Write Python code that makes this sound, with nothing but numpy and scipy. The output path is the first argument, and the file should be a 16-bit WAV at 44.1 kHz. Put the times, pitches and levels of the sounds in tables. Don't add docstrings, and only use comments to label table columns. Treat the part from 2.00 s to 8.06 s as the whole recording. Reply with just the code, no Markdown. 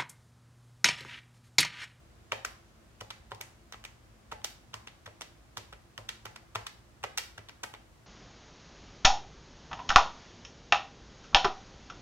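import sys
import numpy as np
from scipy import signal
from scipy.fft import rfft, irfft
from scipy.io import wavfile
from scipy.ndimage import uniform_filter1d

SR = 44100
rng = np.random.default_rng(int(sys.argv[2]) if len(sys.argv) > 2 else 0)


def attenuation_scalar(level_db):
    decades = np.asarray(level_db, float) / 20
    return 10 ** decades


def to_wav(sig):
    pcm = np.clip(np.atleast_2d(sig), -1, 1) * 32767
    pcm = np.round(pcm).astype(np.int16)
    wavfile.write(sys.argv[1], SR, pcm.T)


N = 267290

PRESSED_CAP_HZ = 1330


def with_light_case(rows):
    return [(s, cap_db, cap_hz, cap_db - 8, 894, tick_db) for s, cap_db, cap_hz, tick_db in rows]


def grazes(strokes, early_s, under_db, force_share):
    usual_db = -33
    rows = []
    for s, cap_db, cap_hz, case_db, case_hz, tick_db in strokes:
        change_db = under_db - (1 - force_share) * (cap_db - usual_db)
        rows.append((s - early_s, cap_db + change_db, cap_hz, case_db + change_db, case_hz, tick_db + change_db))
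    return rows


# start_s, cap_db, cap_hz, tick_db
NAIL_TAPS = [(0.3199, -19.5, 2700, -48), (1.0087, -38.5, 3020, -43), (1.3117, -48, 1600, -54),
             (1.7372, -41.5, 2100, -63), (2.3177, -34, 1620, -44), (2.7362, -41.5, 1410, -60),
             (3.0616, -38, 2000, -42.5), (3.5717, -29, 3330, -32.5), (4.2559, -31.5, 1590, -34.5),
             (4.5523, -30, 1250, -34.5), (5.0378, -29, 2180, -39), (5.3805, -34.5, 1580, -40.5),
             (5.6372, -30, 1500, -31.5)]


def taps():
    return with_light_case(NAIL_TAPS)


# start_s, cap_db, case_db, case_hz, tick_db
KEY_BOTTOMS = [(0.3215, -25, -20.5, 930, -32.5), (1.0107, -36, -31.5, 1010, -35.5),
               (1.318, -32, -25.5, 1034, -47), (1.7432, -40, -34.5, 1100, -64),
               (2.3222, -31, -24.5, 840, -49), (2.741, -29, -33, 1140, -32.5),
               (3.0653, -37.5, -39, 940, -52), (3.5778, -37.5, -38, 1150, -35),
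               (3.9781, -31.5, -33.5, 1030, -36.5), (4.2656, -38.5, -56, 1120, -57),
               (4.5567, -21.5, -25, 1020, -33), (5.0402, -25, -23, 743, -36),
               (5.6404, -31, -27.5, 835, -57)]


def bottoms():
    return [(s, cap_db, PRESSED_CAP_HZ, case_db, case_hz, tick_db)
            for s, cap_db, case_db, case_hz, tick_db in KEY_BOTTOMS]


# start_s, cap_db, cap_hz, case_db, tick_db
KEY_RELEASES = [(0.4491, -22.5, 1540, -28.5, -26.5), (1.1078, -34, 2170, -60, -39),
                (1.4116, -31, 2250, -39, -29), (1.8509, -34.5, 2420, -38, -36.5),
                (2.4447, -25, 3050, -29, -22), (2.8737, -35.5, 3140, -37.5, -42),
                (3.2104, -35.5, 2180, -42, -34), (3.7275, -38, 1470, -36.5, -48.5),
                (4.0899, -26, 3390, -40.5, -31.5), (4.3618, -35, 1450, -40, -39.5),
                (4.667, -30.5, 3500, -48, -33.5), (5.1758, -26.5, 2120, -47, -22),
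                (5.494, -37.5, 1580, -45, -45), (5.739, -34.5, 1160, -33, -47)]


def releases():
    return [(s, cap_db, cap_hz, case_db, 820, tick_db)
            for s, cap_db, cap_hz, case_db, tick_db in KEY_RELEASES]


# start_s, cap_db, cap_hz, tick_db
FURTHER_CAP_CONTACTS = [(0.4518, -55, 1180, -32), (1.1112, -39, 1280, -47), (1.7236, -35.5, 2230, -35.5),
                        (1.84, -39.5, 2730, -45), (2.328, -45, 2110, -43.5), (2.4172, -47.5, 1110, -67),
                        (2.8821, -43, 3290, -64), (3.218, -32.5, 3400, -34), (3.7343, -42, 1390, -59),
                        (4.6693, -33.5, 1820, -35.5), (5.0456, -32.5, 1300, -50), (5.182, -24, 3180, -20.5),
                        (5.1841, -26, 2270, -34), (5.2362, -44, 2790, -42), (5.4867, -40.5, 3650, -49),
                        (5.7485, -40, 2680, -62), (1.104, -33.5, 3770, -43), (1.3475, -48, 3500, -44.5),
                        (5.0305, -40, 1810, -46), (2.446, -43, 2580, -34), (4.092, -34.5, 1630, -39),
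                        (5.6341, -31.5, 2630, -30)]


def further_contacts():
    return with_light_case(FURTHER_CAP_CONTACTS)


# start_s, case_db, case_hz
CASE_ROCKS = [(0.3288, -24, 590), (1.0178, -34.5, 513), (1.323, -31, 780), (1.3457, -46, 800),
              (3.077, -31, 516), (3.5857, -39.5, 514), (3.986, -34, 510), (3.9995, -43, 546),
              (4.2559, -31, 820), (4.2745, -54, 850), (4.565, -30, 890), (5.0378, -32.5, 560),
              (5.3906, -36.5, 472), (5.6312, -34.5, 880), (1.4056, -38.5, 500), (2.4452, -34.5, 530),
              (3.2105, -34, 463), (3.579, -36, 393), (3.729, -41, 560), (4.559, -29, 590),
              (2.329, -34, 760)]


def settles():
    return [(s, case_db - 10, PRESSED_CAP_HZ, case_db, case_hz, case_db - 49)
            for s, case_db, case_hz in CASE_ROCKS]


def contacts():
    down, up = taps(), releases()
    hard = down + up
    hard += grazes(down, early_s=0.003, under_db=-10.5, force_share=0.41)
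    hard += grazes(up, early_s=0.003, under_db=-15.5, force_share=0.24)
    hard += further_contacts()
    return hard, bottoms() + settles()


RING_T = np.arange(2048) / SR


def ring(modes, chance, blur=1, focus_db=0, t=RING_T):
    hz, db, t60 = np.transpose(modes)[:, :, None]
    spot, detune, port, skew = chance[:4 * len(modes)].reshape(4, -1, 1)
    overtone = hz != hz[0]
    size = attenuation_scalar(db - focus_db * np.abs(np.log2(hz / hz[0])))
    turn = 2 * np.pi * hz * (1 + 0.025 * detune * overtone)
    near = size * attenuation_scalar(2.5 * spot * overtone - 60 * t / t60)
    port_db, lag_s = 1.5 * port, 2e-5
    left = near * attenuation_scalar(port_db) * np.sin(turn * np.maximum(t - lag_s * (1 + skew), 0))
    right = near * attenuation_scalar(-port_db) * np.sin(turn * np.maximum(t - lag_s, 0))
    sign = (-1) ** np.arange(len(modes))[:, None]
    walls = size * sign * attenuation_scalar(-60 * t / (blur * t60)) * np.sin(turn * t)
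    return np.array([left.sum(0), right.sum(0), walls.sum(0)])


def rattle(rings, spread_s, chance, peak_db):
    when, size = chance[-32:].reshape(2, 16)
    touch_s = 0.001 + np.maximum(when, 0.55 * when) * spread_s
    index = np.clip(touch_s * SR, 0, 599).astype(int)
    touches = np.zeros(600)
    np.add.at(touches, index, size * attenuation_scalar(-4 * np.abs(when)))
    touches[44] += 2.4
    near = signal.fftconvolve(rings[:2], touches[None], axes=1)[:, :len(RING_T)]
    peak_power = uniform_filter1d((near ** 2).mean(0), size=70).max()
    near *= attenuation_scalar(peak_db) / np.sqrt(2 * peak_power)
    walls = rings[2] * near.std() / rings[2].std()
    return np.vstack([near, walls])


def add(track, sound, s):
    i = int(s * SR)
    part = sound[:, :N - i]
    track[:, i:i + part.shape[1]] += part


# pitch_hz, level_db, t60_s
CASE_MODES = [(487, 0.5, 0.017), (590, -7.5, 0.056), (742, -16.5, 0.083), (845, -11.5, 0.082),
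              (960, -9.5, 0.046)]
KEYPAD_MODES = [(1328, -3.5, 0.016), (1695, 2.5, 0.006), (2350, 7, 0.0039), (2890, 9, 0.0064),
                (3500, 3.5, 0.0099), (4160, -26, 0.0064)]
SHELL_MODES = [(4370, -14, 0.0018), (5840, 1.5, 0.0037), (6145, 0, 0.0037), (7080, 1, 0.0021),
               (7840, -8, 0.0025), (9050, -9.5, 0.0018), (10340, -7.5, 0.0016), (12200, -5, 0.0011)]
SPREAD_S, PART_DB = (0.0014, 0.001153, 0.0022), (1, -5.5, -2)
BLUR = (0.11, 0.59, 0.32)
FOCUS_DB = (5.5, 10, -2)
PART_LOW_HZ = (780, 350, 3020)
CUSHION_DB = 4


def keys():
    parts = np.zeros((3, 3, N))
    hard, soft = contacts()
    rows = hard + soft
    cushions = [0] * len(hard) + [CUSHION_DB] * len(soft)
    chances = rng.standard_normal((len(rows), 3, 64))
    for row, cushion_db, chance in zip(rows, cushions, chances):
        s, cap_db, cap_hz, case_db, case_hz, tick_db = row
        cap = [(cap_hz, 0, 0.014)] + KEYPAD_MODES
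        case = [(case_hz, 0, 0.021)] + CASE_MODES
        focus_db = (FOCUS_DB[0] + cushion_db, FOCUS_DB[1], FOCUS_DB[2])
        struck = zip((cap, case, SHELL_MODES), (cap_db, case_db, tick_db))
        for k, (modes, db) in enumerate(struck):
            rings = ring(modes, chance[k], BLUR[k], focus_db[k])
            sound = rattle(rings, SPREAD_S[k], chance[k], db + PART_DB[k])
            add(parts[k], sound, s - 0.0006)
    mix = 0
    for low_hz, part in zip(PART_LOW_HZ, parts):
        highpass = signal.butter(3, low_hz, "high", fs=SR, output="sos")
        mix = mix + signal.sosfilt(highpass, part)
    return mix


# pitch_hz, level_db, t60_s
DESK_MODES = [(108.3, 3, 0.24), (133, -1.5, 0.071)]
# start_s, level_db
DESK_THUMPS = [(0.322, -48.5), (1.013, -45), (1.324, -46.5), (1.742, -59), (2.324, -51), (2.74, -48),
               (3.066, -47), (3.576, -48.5), (3.984, -46), (4.257, -54), (4.558, -40.5), (5.034, -52),
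               (5.383, -47.5), (5.643, -61)]


def desk():
    out, t = np.zeros((2, N)), np.arange(SR // 2) / SR
    swell = 1 - np.exp(-t / 0.0056)
    chances = rng.standard_normal((len(DESK_THUMPS), 8))
    for (s, db), chance in zip(DESK_THUMPS, chances):
        boom = ring(DESK_MODES, chance / 3, t=t)[:2]
        add(out, attenuation_scalar(db) * boom * swell, s)
    return out


def across(table, hz):
    f, v = np.transpose(table)
    return np.interp(np.log(hz + 1), np.log(f + 1), v)


def shape(x, gain):
    n = x.shape[-1]
    return irfft(rfft(x) * gain(np.arange(n // 2 + 1) * SR / n), n)


# pitch_hz, likeness (0-1)
PORT_LIKENESS = [(60, 0.92), (130, 0.8), (290, 0.53), (640, 0.38), (1410, 0), (3100, 0.02), (6820, 0),
                 (15000, 0)]


def pair(n):
    mid, side = rng.standard_normal((2, n))
    mid = shape(mid, lambda hz: np.sqrt(1 + np.clip(across(PORT_LIKENESS, hz), 0, 1)))
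    side = shape(side, lambda hz: np.sqrt(1 - np.clip(across(PORT_LIKENESS, hz), 0, 1)))
    return np.array([mid + side, mid - side]) / 2


# pitch_hz, t60_s, level_db
ROOM_BANDS = [(148, 1, 12.5), (424, 0.18, 0), (892, 0.46, -5), (1920, 0.36, -9.5), (4280, 0.39, -9),
              (10000, 0.34, -5)]
# start_s, level_db
NEAR_ECHOES = [
    (.0088, -18.5),
    (0.0115, -21.5),
    (0.022, -37),
]


def room(dry):
    t = np.arange(SR // 2) / SR
    noise, tail = pair(len(t)), 0
    build = 1 - np.exp(-(t / 0.005) ** 2)
    for hz, t60, db in ROOM_BANDS:
        band = shape(noise, lambda f: np.exp(-np.log2((f + 1) / hz) ** 2 / 0.71))
        tail = tail + band * attenuation_scalar(db - 60 * t / t60) * build / np.sqrt(0.015 * SR)
    scatter = pair(len(t)) * attenuation_scalar(8 - 60 * t / 0.027) * (t > 0.0015)
    tail = tail + scatter / np.sqrt(0.018 * SR)
    for (s, db), skew in zip(NEAR_ECHOES, rng.standard_normal(len(NEAR_ECHOES))):
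        tail[0, int(s * SR)] += attenuation_scalar(db)
        tail[1, int(s * SR + 6 * skew)] += attenuation_scalar(db)
    return signal.fftconvolve(dry, tail, axes=1)[:, :N]


# pitch_hz, density_db (per Hz)
AIR_COLOUR = [(15, -36), (25, -31), (49, 5), (76, 0), (217, -10.5), (263, -12), (326, -12.5), (427, -16),
              (677, -15), (911, -19), (1130, -17.5), (3430, -26.5), (7110, -29.5), (14800, -40.5),
              (16000, -40)]
# pitch_hz, width_hz, level_db
MOTOR_HUM = [(114.5, 9.3, -70), (220.7, 3.4, -74), (339.7, 10.2, -73.5)]


def quiet():
    air = shape(pair(N), lambda hz: attenuation_scalar(across(AIR_COLOUR, hz)))
    out = air * attenuation_scalar(-58.5) / air.std()
    for hz, width, db in MOTOR_HUM:
        tone = shape(pair(N), lambda f: 1 / (1 + ((f - hz) / width * 2) ** 2))
        out += tone * attenuation_scalar(db) / tone.std()
    return out


def scene():
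    left, right, walls = keys()
    direct = np.array([np.roll(left, 5), right])
    return direct + room(walls[None]) + desk() + quiet()


def band_limit(x):
    return signal.sosfilt(signal.butter(12, 16510, fs=SR, output="sos"), x)


# pitch_hz, left_minus_right_db
PORT_COLOUR = [(60, .3), (250, -.8), (900, 1.5), (2400, -1.5), (5000, .4), (12000, .5)]


def record(dry):
    def edges(hz):
        low, high = (32 / (hz + 1)) ** 4, (hz / 15900) ** 150
        return 1 / np.sqrt((1 + low) * (1 + high))

    left = shape(dry[0], lambda hz: edges(hz) * attenuation_scalar(across(PORT_COLOUR, hz) / 2))
    right = shape(dry[1], lambda hz: edges(hz) * attenuation_scalar(-across(PORT_COLOUR, hz) / 2))
    return band_limit(np.array([left, right]))


dry = scene()
out = record(dry)
to_wav(out)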